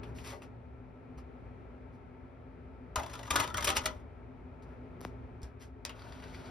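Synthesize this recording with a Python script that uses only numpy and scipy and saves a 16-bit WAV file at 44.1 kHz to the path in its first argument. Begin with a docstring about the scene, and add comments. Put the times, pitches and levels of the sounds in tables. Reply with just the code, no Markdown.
"""A disc changer is loaded over the low hum of a small room. First, hands rustle and tick by friction and
light impact. Near 3 s a plastic disc is laid in the open tray and knocks and slides into its seat, exciting
the resonances of disc, tray and cabinet. At 5 s come sharp taps on the recorder's housing, each falling
quickly in pitch. A finger clicks the button, and from 5.9 s the motor starts to roll the tray in on its
toothed rack, the gears ticking."""
import sys
import numpy as np
from scipy import signal
from scipy.fft import rfft, irfft, next_fast_len
from scipy.io import wavfile
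from scipy.ndimage import uniform_filter1d, map_coordinates

SR = 44100
rng = np.random.default_rng(int(sys.argv[2]) if len(sys.argv) > 2 else 0)


def store_wav(level_fs):
    """Save 16-bit WAV to argv[1]."""
    pcm = np.round(np.clip(np.atleast_2d(level_fs), -1, 1) * 32767)
    wavfile.write(sys.argv[1], SR, pcm.T.astype(np.int16))


N = 286650

# Ventilation noise. Each row: frequency in Hz, relative density in dB.
AIR_SPECTRUM = [(12, -63), (25, -30.5), (58, 2.5), (95, -3), (140, -10.5), (222, -14.5), (319, -17),
                (410, -16), (620, -16), (1260, -27), (2320, -31.5), (2800, -40.5), (3400, -45), (6000, -57),
                (10000, -63), (16000, -70.5)]
# Drones in the hum. Each row: centre in Hz, width in Hz, rms level in dB before the drift.
DRONES = [(60.66, 8, -63), (116.54, 4.4, -56), (157.6, 8.9, -67), (253.3, 24, -56.5), (367, 44, -66.5),
          (412, 65, -62.5), (892, 12.33, -71), (1320, 110, -70.5), (2380, 350, -80)]
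# Drift of the hum. Each row: time in seconds, gain in dB.
HUM_DRIFT = [(0, 2), (.6, -1), (2.6, -0.5), (3.6, 2), (4.2, 1), (5.8, 1), (6.5, 2)]
# Likeness of left and right in the room. Each row: frequency in Hz, coherence from 0 to 1.
COHERENCE = [(60, 0.9), (150, 0.92), (400, 0.74), (950, 0.046), (2400, 0.6), (6000, 0.15), (7000, 0.39),
             (15000, 0.81)]
# Room decay. Each row: frequency in Hz, reverberation time in seconds.
ROOM_T60 = [(200, 0.56), (1500, 0.15), (5000, 0.11), (12000, 0.0395)]
# Strokes of skin and cloth. Each row: start in seconds, hiss and dull levels in dB, rise and hold in seconds.
RUBS = [(0.024, -73.5, -64, .006, 0.068), (0.143, -60, -70, 0.0076, 0.071),
        (0.234, -50.5, -52.5, .006, 0.073), (0.411, -61.5, -62, 0.0071, 0.025),
        (1.172, -63.5, -59, 0.0034, 0.016), (1.923, -79.5, -74, .006, 0.028),
        (4.619, -66.5, -67, .004, 0.0084), (4.652, -87, -65, 0.0065, 0.079), (5.003, -61, -61, .008, 0.05),
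        (5.413, -67, -59, 0.0086, 0.041), (5.589, -57.5, -60, 0.025, 0.035)]
# Friction hiss. Each row: frequency in Hz, relative density in dB.
SKIN_SPECTRUM = [(1000, -39), (2000, 1.5), (3800, -5), (5400, -2.5), (11000, -12), (16000, -14)]
# The hand's weight on the cabinet. Each row: start in seconds, level in dB, pitch in Hz.
THUDS = [(0.153, -40, 81), (2.974, -29, 69.5), (3.314, -31.5, 71), (3.367, -37, 106), (3.547, -33, 94),
         (3.61, -39.5, 60.4), (3.683, -32.5, 81.5), (3.779, -34, 70), (5.432, -34, 67)]
# Taps on the recorder's housing. Each row: start in seconds, level in dB, tick in dB relative to that level.
HOUSING_TAPS = [(5.008, -47, 3.5), (5.014, -40.5, 8.5), (5.0502, -27, -6)]
# Finger and button clicks, and one gear tick as the tray rolls in. Each row: start in seconds,
# snap level in dB, ring pitch in Hz, hollow level in dB, the snap's 60 dB decay time in seconds.
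CLICKS = [(0.0326, -73, 2300, -47.5, 0.026), (0.184, -60, 2900, -51, 0.019),
          (0.4201, -63.5, 2370, -49, 0.012), (5.417, -66, 5100, -72, 0.019),
          (5.4298, -55, 5300, -62, 0.019), (5.8504, -37, 4430, -40.5, 0.0097),
          (5.856, -69, 4200, -49.5, 0.11), (5.8932, -52.5, 2290, -41, 0.017),
          (5.9028, -71, 2300, -49.5, 0.03), (6.2228, -74, 2410, -52, .06)]
# A small click. Each row: frequency in Hz, relative density in dB.
CLICK_SPECTRUM = [(900, 4), (1800, -7), (4000, 6), (5800, 1), (9000, 6), (12000, -9), (15600, -21)]
# The high tick of every snap. Each row: centre in Hz, width in Hz, relative gain in dB.
TICK_MODES = [(8900, 2100, -9.5), (12000, 2100, -14), (15600, 600, 2.5)]
# Hiss of the rack. Each row: frequency in Hz, relative density in dB.
RACK_SPECTRUM = [(1000, -19), (2200, -8), (4800, -13), (7000, -19), (10000, -24.5), (16000, -32)]
# Gear teeth that catch. 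Each row: start in seconds, level in dB.
TOOTH_CATCHES = [(5.992, -52.5), (6.018, -50), (6.122, -49), (6.199, -58), (6.238, -50), (6.344, -46.5),
                 (6.457, -56)]
# Resonances of gear, hollow tray and thin disc. Each row: centre in Hz, width in Hz, relative gain in dB.
GEAR_MODES = [(1390, 910, 2), (2300, 410, 4.5), (3500, 690, -2), (4800, 270, 3.5), (5950, 430, -7)]
TRAY_MODES = [(353.4, 86, -4), (616, 37, 2), (824, 84, -3), (992.5, 83, 1.5), (1101, 50, -1.5),
              (1229.5, 80, 2), (1481, 60, -2.5), (1691, 40, -3.5), (1990, 79, -3)]
DISC_MODES = [(2330, 110, -7), (3100, 383, 7), (3590, 150, -2.5), (4580, 120, -7), (5760, 405, -17),
              (6880, 140, 1.5)]
# Knocks on the tray. Each row: start in seconds, crack level in dB, treble in dB relative to the crack,
# body level in dB, body pitch in Hz, contact time in seconds.
KNOCKS = [(0.316, -75, -5, -44.5, 830, 0.02), (2.9574, -28, 5.5, -30, 997, 0.0015),
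          (2.9784, -57, -0.5, -31.5, 846, 0), (2.9969, -47.5, 10, -36, 614, 0),
          (3.015, -56, 3.5, -52, 905, 0.017), (3.032, -43, 1, -42, 810, 0.0023),
          (3.0596, -45, 0, -49, 1060, 0.0054), (3.095, -51.5, -4, -60.5, 1190, 0.0046),
          (3.1315, -42.5, -4.5, -49, 1340, 0.0078), (3.151, -44.5, -3, -46.5, 1350, 0.0057),
          (3.1914, -44, 1.5, -39.5, 629, 0), (3.2283, -45.5, -3.5, -52, 1900, 0.0042),
          (3.2665, -49.5, 2, -55.5, 935, 0.0035), (3.2761, -47.5, -2, -43, 960, 0),
          (3.303, -25.5, 2.5, -31.5, 1105, 0.0083), (3.3248, -47.5, 5, -33.5, 920, 0.021),
          (3.3334, -46.5, 8.5, -46.5, 621, 0.0063), (3.3546, -22.5, 3, -24, 1230, 0.0075),
          (3.3785, -44, 1, -35, 983, 0.026), (3.3965, -26, 3.5, -31.5, 1263, 0.0086),
          (3.4195, -41.5, -1, -44, 958, 0.023), (3.475, -38, -1.5, -40.5, 1340, 0.0011),
          (3.5004, -47, -4, -42.5, 1350, 0), (3.5425, -33, 2, -31.5, 1432, 0),
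          (3.5681, -33.5, 7.5, -41, 1360, 0.0067), (3.5791, -35, 3, -29.5, 1235, 0),
          (3.6056, -35, 3, -44.5, 608, 0.0025), (3.6217, -35, 2.5, -38, 930, 0.0083),
          (3.642, -27.5, 8.5, -43, 1270, 0.0088), (3.668, -26, 0.5, -30.5, 976, 0.012),
          (3.688, -23.5, 0.5, -36, 1340, 0.0027), (3.700, -26, 1.5, -34, 826, 0.0048),
          (3.719, -37.5, 4, -46, 1440, 0.00051), (3.75, -35.5, 0.5, -38, 1270, 0.02),
          (3.7627, -25, 1.5, -35.5, 890, 0.013), (3.786, -41, -3, -44, 980, 0),
          (3.8559, -23.5, 5, -32.5, 1360, 0.0041)]
# Hard plastic contact. Each row: frequency in Hz, relative density in dB.
CRACK_SPECTRUM = [(700, -12), (1500, -6.5), (3000, -5.5), (5000, -7), (8000, -9.5), (12000, -17.5),
                  (17000, -10.5)]
# The disc drags over the tray. Each row: time in seconds, level in dB.
SLIDE_LEVEL = [(2.96, -51.5), (3.05, -59), (3.15, -60), (3.29, -61), (3.36, -45), (3.44, -47.5),
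               (3.53, -62.5), (3.58, -59.5), (3.64, -51.5), (3.67, -42.5), (3.715, -44.5), (3.74, -56.5),
               (3.78, -52), (3.85, -51.5), (3.87, -49), (3.92, -64), (4.02, -76)]
# Phase between two microphone ports. Each row: frequency in Hz, lead of the left in radians.
LEFT_LEAD = [(20, 0), (900, .4), (1500, 1.1), (1750, -.6), (3000, 1), (4000, .1), (5800, -.2), (6600, -3.1),
             (7900, -3.4), (10400, -6), (12000, -6.7), (14100, -9.4), (16700, -10.4)]
# Balance of the ports. Each row: frequency in Hz, left over right in dB.
LEFT_LEAN = [(60, 2), (350, 1.5), (900, 4.8), (1500, 4), (1900, 1), (3100, 5.5), (5000, 2.5), (6100, 5.5),
             (6700, 0)]
# Roll-off at the top of the band. Each row: frequency in Hz, gain in dB.
ROLL_OFF = [(12000, -0.5), (15600, -13), (16300, -22), (17100, -34)]

AIR_DB, REVERB_DB, TOP_HZ = -51, -7.0, 17100
RUB_T60_S, RUB_T60_PER_HOLD = 0.054, 2.2
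THUD_T60_S, TOOTH_T60_S = 0.16, 0.028
DRIVE_START_S, SPIN_UP_S = 5.9, 0.053
RACK_DB, MOTOR_DB, STRAIN_DB, STRAIN_S = -62.5, -57.5, 7, 0.14  # the motor labours at first
KNOCK_RISE_S, RISE_PER_HOLD = 0.00035, 0.16  # a longer contact builds up more slowly
CRACK_T60_S, BODY_T60_S, PUSH_DB = 0.024, 0.066, -22  # the low push is relative to the body level
TREBLE_HZ, TREBLE_T60_S = 3420, 0.05  # above this corner a crack has its own level and dies sooner
DETUNE, SCATTER_DB = 0.018, 2.5  # the loose disc shifts the tray's modes from blow to blow
SPOT_WIDTH_HZ, SPOT_DB = 110, 7.5  # the struck spot rings too


def amp(db):
    """Decibels to amplitude ratio."""
    return 10 ** (np.asarray(db) / 20)


def along(points, hz):
    """Interpolation of (Hz, value) points on a logarithmic frequency axis."""
    freqs, values = np.transpose(points)
    return np.interp(np.log(hz + 1), np.log(freqs + 1), values)


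def envelope(rows):
    """Gain per sample from (seconds, dB) rows, silent outside them."""
    times, db = np.transpose(rows)
    return amp(np.interp(np.arange(N) / SR, times, db, -150, -150))


def wobble(rate):
    """Smooth random modulation: a spline through rate knots a second."""
    knots = rng.standard_normal(int(N * rate / SR) + 4)
    return map_coordinates(knots, [np.arange(N) * rate / SR])


def filtered(x, response):
    """Linear filtering: the spectrum is multiplied by a frequency response."""
    n = x.shape[-1]
    size = 2 * next_fast_len(n // 2 + 4096)
    return irfft(rfft(x, size) * response(np.fft.rfftfreq(size, 1 / SR)), size)[..., :n]


def unit_power(response):
    """The response scaled so that white noise keeps its power."""
    return lambda hz: response(hz) / np.sqrt(np.mean(abs(response(hz)) ** 2))


def causal(points):
    """A minimum-phase response: nothing sounds before the blow."""
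    def response(hz):
        cepstrum = irfft(np.log(amp(along(points, hz)) + 1e-6))
        cepstrum[1:len(hz)] *= 2
        cepstrum[len(hz):] = 0
        return np.exp(rfft(cepstrum))
    return unit_power(response)


def modes(table):
    """Superposition of damped resonances (Hz, width in Hz, dB), successive ones in opposite phase."""
    def response(hz):
        return sum((-1) ** k * amp(db) * 1j * hz * width / (centre ** 2 - hz ** 2 + 1j * hz * width)
                   for k, (centre, width, db) in enumerate(table))
    return unit_power(response)


def add(track, start, piece):
    """Superpose a piece on the track at start seconds."""
    span = track[..., round(start * SR):round(start * SR) + piece.shape[-1]]
    span += piece[..., :span.shape[-1]]


def burst(rise, hold, t60, spiky):
    """A rough contact is a cluster of tiny impacts that swells, lasts and decays exponentially."""
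    t = np.arange(SR // 3) / SR
    attack = (1 - np.exp(-t / max(rise, 1e-4))) ** 2
    shape = attack * amp(-60 * np.clip(t - hold, 0, None) / max(t60, .004))
    chatter = rng.standard_normal(len(t))
    chatter *= amp(spiky * uniform_filter1d(rng.standard_normal(len(t)), size=40))
    return chatter * shape / shape.max() * np.linalg.norm(shape) / np.linalg.norm(chatter * shape)


def room_hum():
    """Ventilation noise and narrow drones add in power; high coherence makes the bass nearly mono."""
    def colour(hz):
        air = amp(along(AIR_SPECTRUM, hz))
        power = amp(AIR_DB) ** 2 * air ** 2 / np.mean(air ** 2)
        for centre, width, db in DRONES:
            peak = 1 / (1 + (2 * (hz - centre) / width) ** 2) ** 2
            power += amp(db) ** 2 * peak / peak.mean()
        angle = np.arccos(np.clip(along(COHERENCE, hz), 0, 1)) / 2
        return np.sqrt(power) * np.array([np.cos(angle), np.sin(angle)])
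    mid, side = filtered(rng.standard_normal((2, N)), colour)
    drift = envelope(HUM_DRIFT) * amp(1.34 * wobble(2.1))
    return drift * np.array([mid + side, mid - side])


def reverberation(x, step=SR // 4, delay=200):
    """A diffuse field decays at its own rate at each frequency; every block gets a fresh noise tail."""
    out = np.zeros((2, N + SR))
    for start in range(0, N, step):
        hz, t, field = signal.stft(rng.standard_normal((2, SR // 2)), SR, nperseg=256)
        shared = np.clip(along(COHERENCE, hz), 0, 1)[:, None]
        field[1] = shared * field[0] + np.sqrt(1 - shared ** 2) * field[1]
        decay = amp(-60 * t / along(ROOM_T60, hz)[:, None])
        tail = signal.istft(field * decay, SR, nperseg=256)[1]
        wet = signal.fftconvolve(x[None, start:start + step], tail / np.linalg.norm(tail[0]), axes=1)
        out[:, start + delay:start + delay + wet.shape[1]] += wet
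    return out[:, :N]


def hand_rubbing():
    """Friction of skin and cloth gives a grainy hiss and a duller part that peaks below 1 kHz."""
    hiss, dull = np.zeros((2, N))
    for start, hiss_db, dull_db, rise, hold in RUBS:
        t60 = RUB_T60_S + RUB_T60_PER_HOLD * hold
        add(hiss, start, amp(hiss_db) * burst(rise, hold, t60, spiky=11.0))
        add(dull, start, amp(dull_db) * burst(rise, hold, t60, spiky=4.2))
    return filtered(hiss, causal(SKIN_SPECTRUM)) + filtered(dull, modes([(820, 450, 0), (1600, 900, -4)]))


def cabinet_thuds():
    """Jolted by the hand, the cabinet swings as a low damped oscillator."""
    out, t = np.zeros(N), np.arange(SR // 3) / SR
    attack = 1 - np.exp(-t / 0.0025)
    for start, db, hz in THUDS:
        add(out, start, amp(db - 60 * t / THUD_T60_S) * attack * np.sin(2 * np.pi * hz * t))
    return out


def housing_taps():
    """Bending waves in the recorder's housing disperse: highs arrive first, so each tap falls in pitch."""
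    out, t = np.zeros(N), np.arange(SR // 20) / SR
    cycles = np.log2(1 + t / 0.00067)  # each twice as long as the last
    wave = np.cos(2 * np.pi * cycles) / (1 + t / 0.0035) * amp(-60 * t / 0.15)
    for start, db, tick_db in HOUSING_TAPS:
        tick = amp(tick_db - 60 * t / 0.001) * rng.standard_normal(len(t))
        add(out, start, amp(db) * (wave + tick))
    return out


def small_clicks():
    """Brief impacts of finger, button and one gear tooth excite small parts and the hollow cabinet."""
    snaps, hollow, ring = np.zeros((3, N))
    for start, db, ring_hz, hollow_db, t60 in CLICKS:
        snap = amp(db) * burst(0.0008, 0, t60, spiky=5.3)
        add(snaps, start, snap)
        add(ring, start, amp(5.0) * filtered(snap, modes([(ring_hz, 1600, 0), *TICK_MODES])))
        add(hollow, start, amp(hollow_db) * burst(0.00022, 0, 2.36 * t60, spiky=6.0))
    cabinet = modes([(517, 270, 2.4), (1130, 570, 3.1), (2470, 1050, 1.1)])
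    return filtered(snaps, causal(CLICK_SPECTRUM)) + ring + filtered(hollow, cabinet)


def tray_drive():
    """Forced vibration: the motor murmurs in the hollow tray, the rack hisses, catching teeth ring."""
    t = np.clip(np.arange(N) / SR - DRIVE_START_S, 0, None)
    spin_up = (1 - np.exp(-t / SPIN_UP_S)) ** 2
    rack = amp(RACK_DB + 2.3 * wobble(70)) * filtered(rng.standard_normal(N), causal(RACK_SPECTRUM))
    motor_gain = amp(MOTOR_DB + STRAIN_DB * np.exp(-t / STRAIN_S) + 2.3 * wobble(30))
    hollow = modes([(630, 73, 2.5), (910, 130, 0.0), (1420, 350, -2), (1488, 15, 8.5)])
    murmur = filtered(rng.standard_normal(N), hollow)
    catches = np.zeros(N)
    for start, db in TOOTH_CATCHES:
        add(catches, start, amp(db) * burst(0.00041, 0.0019, TOOTH_T60_S, spiky=12.0))
    return spin_up * (rack + motor_gain * murmur) + filtered(catches, modes(GEAR_MODES))


def struck_tray(spot_hz):
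    """The point of impact weights the modes: those near the spot's pitch respond most."""
    struck = [(spot_hz, SPOT_WIDTH_HZ, SPOT_DB)]
    for hz, width, db in TRAY_MODES:
        shifted_hz = hz * (1 + DETUNE * rng.normal())
        octaves_away = abs(np.log2(hz / spot_hz))
        struck.append((shifted_hz, width, db - 6 * octaves_away + rng.normal(0, SCATTER_DB)))
    return modes(sorted(struck))


def disc_seating():
    """Impact and sliding friction excite the modes of disc and tray; each knock also pushes the cabinet."""
    contact, treble, body, push = np.zeros((4, N))
    for start, db, treble_db, body_db, body_hz, hold in KNOCKS:
        rise = KNOCK_RISE_S + RISE_PER_HOLD * hold
        crack = amp(db) * burst(rise, hold, CRACK_T60_S, spiky=17)
        add(contact, start, crack)
        since_release = np.clip(np.arange(len(crack)) / SR - hold, 0, None)
        add(treble, start, (amp(treble_db - 60 * since_release / TREBLE_T60_S) - 1) * crack)
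        tray = struck_tray(body_hz)
        add(body, start, amp(body_db) * filtered(burst(rise, hold, BODY_T60_S, spiky=7.1), tray))
        add(push, start, amp(body_db + PUSH_DB) * rng.choice([-1, 1]) * np.hanning(SR // 600))
    disc_drag, tray_drag = envelope(SLIDE_LEVEL) * amp(4.9 * wobble(120)) * rng.standard_normal((2, N))
    contact += disc_drag + filtered(treble, lambda hz: (1j * hz / (TREBLE_HZ + 1j * hz)) ** 3)  # high-pass
    body += amp(3.5) * filtered(tray_drag, modes(TRAY_MODES))
    cracks = filtered(contact, causal(CRACK_SPECTRUM))
    ring = amp(-4.0) * filtered(contact, modes(DISC_MODES))
    cabinet = filtered(push, modes([(165.0, 72, -1.5), (325, 150, -1)]))
    return cracks + ring + body + cabinet


def scene():
    """Superposition of the close sounds and their reverberation with the hum and the dry taps and thuds."""
    near = disc_seating() + small_clicks() + hand_rubbing() + tray_drive()
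    return near + amp(REVERB_DB) * reverberation(near) + room_hum() + housing_taps() + cabinet_thuds()


def record(dry):
    """Two band-limited ports receive the sound with a phase and balance that depend on frequency."""
    def ports(hz):
        lean_db = np.outer([.5, -.5], along(LEFT_LEAN, hz))
        phase = np.outer([.5, -.5], along(LEFT_LEAD, hz))
        return amp(along(ROLL_OFF, hz) + lean_db) * np.exp(1j * phase) * (hz < TOP_HZ)
    return filtered(dry, ports)


dry = scene()
out = record(dry)
store_wav(out)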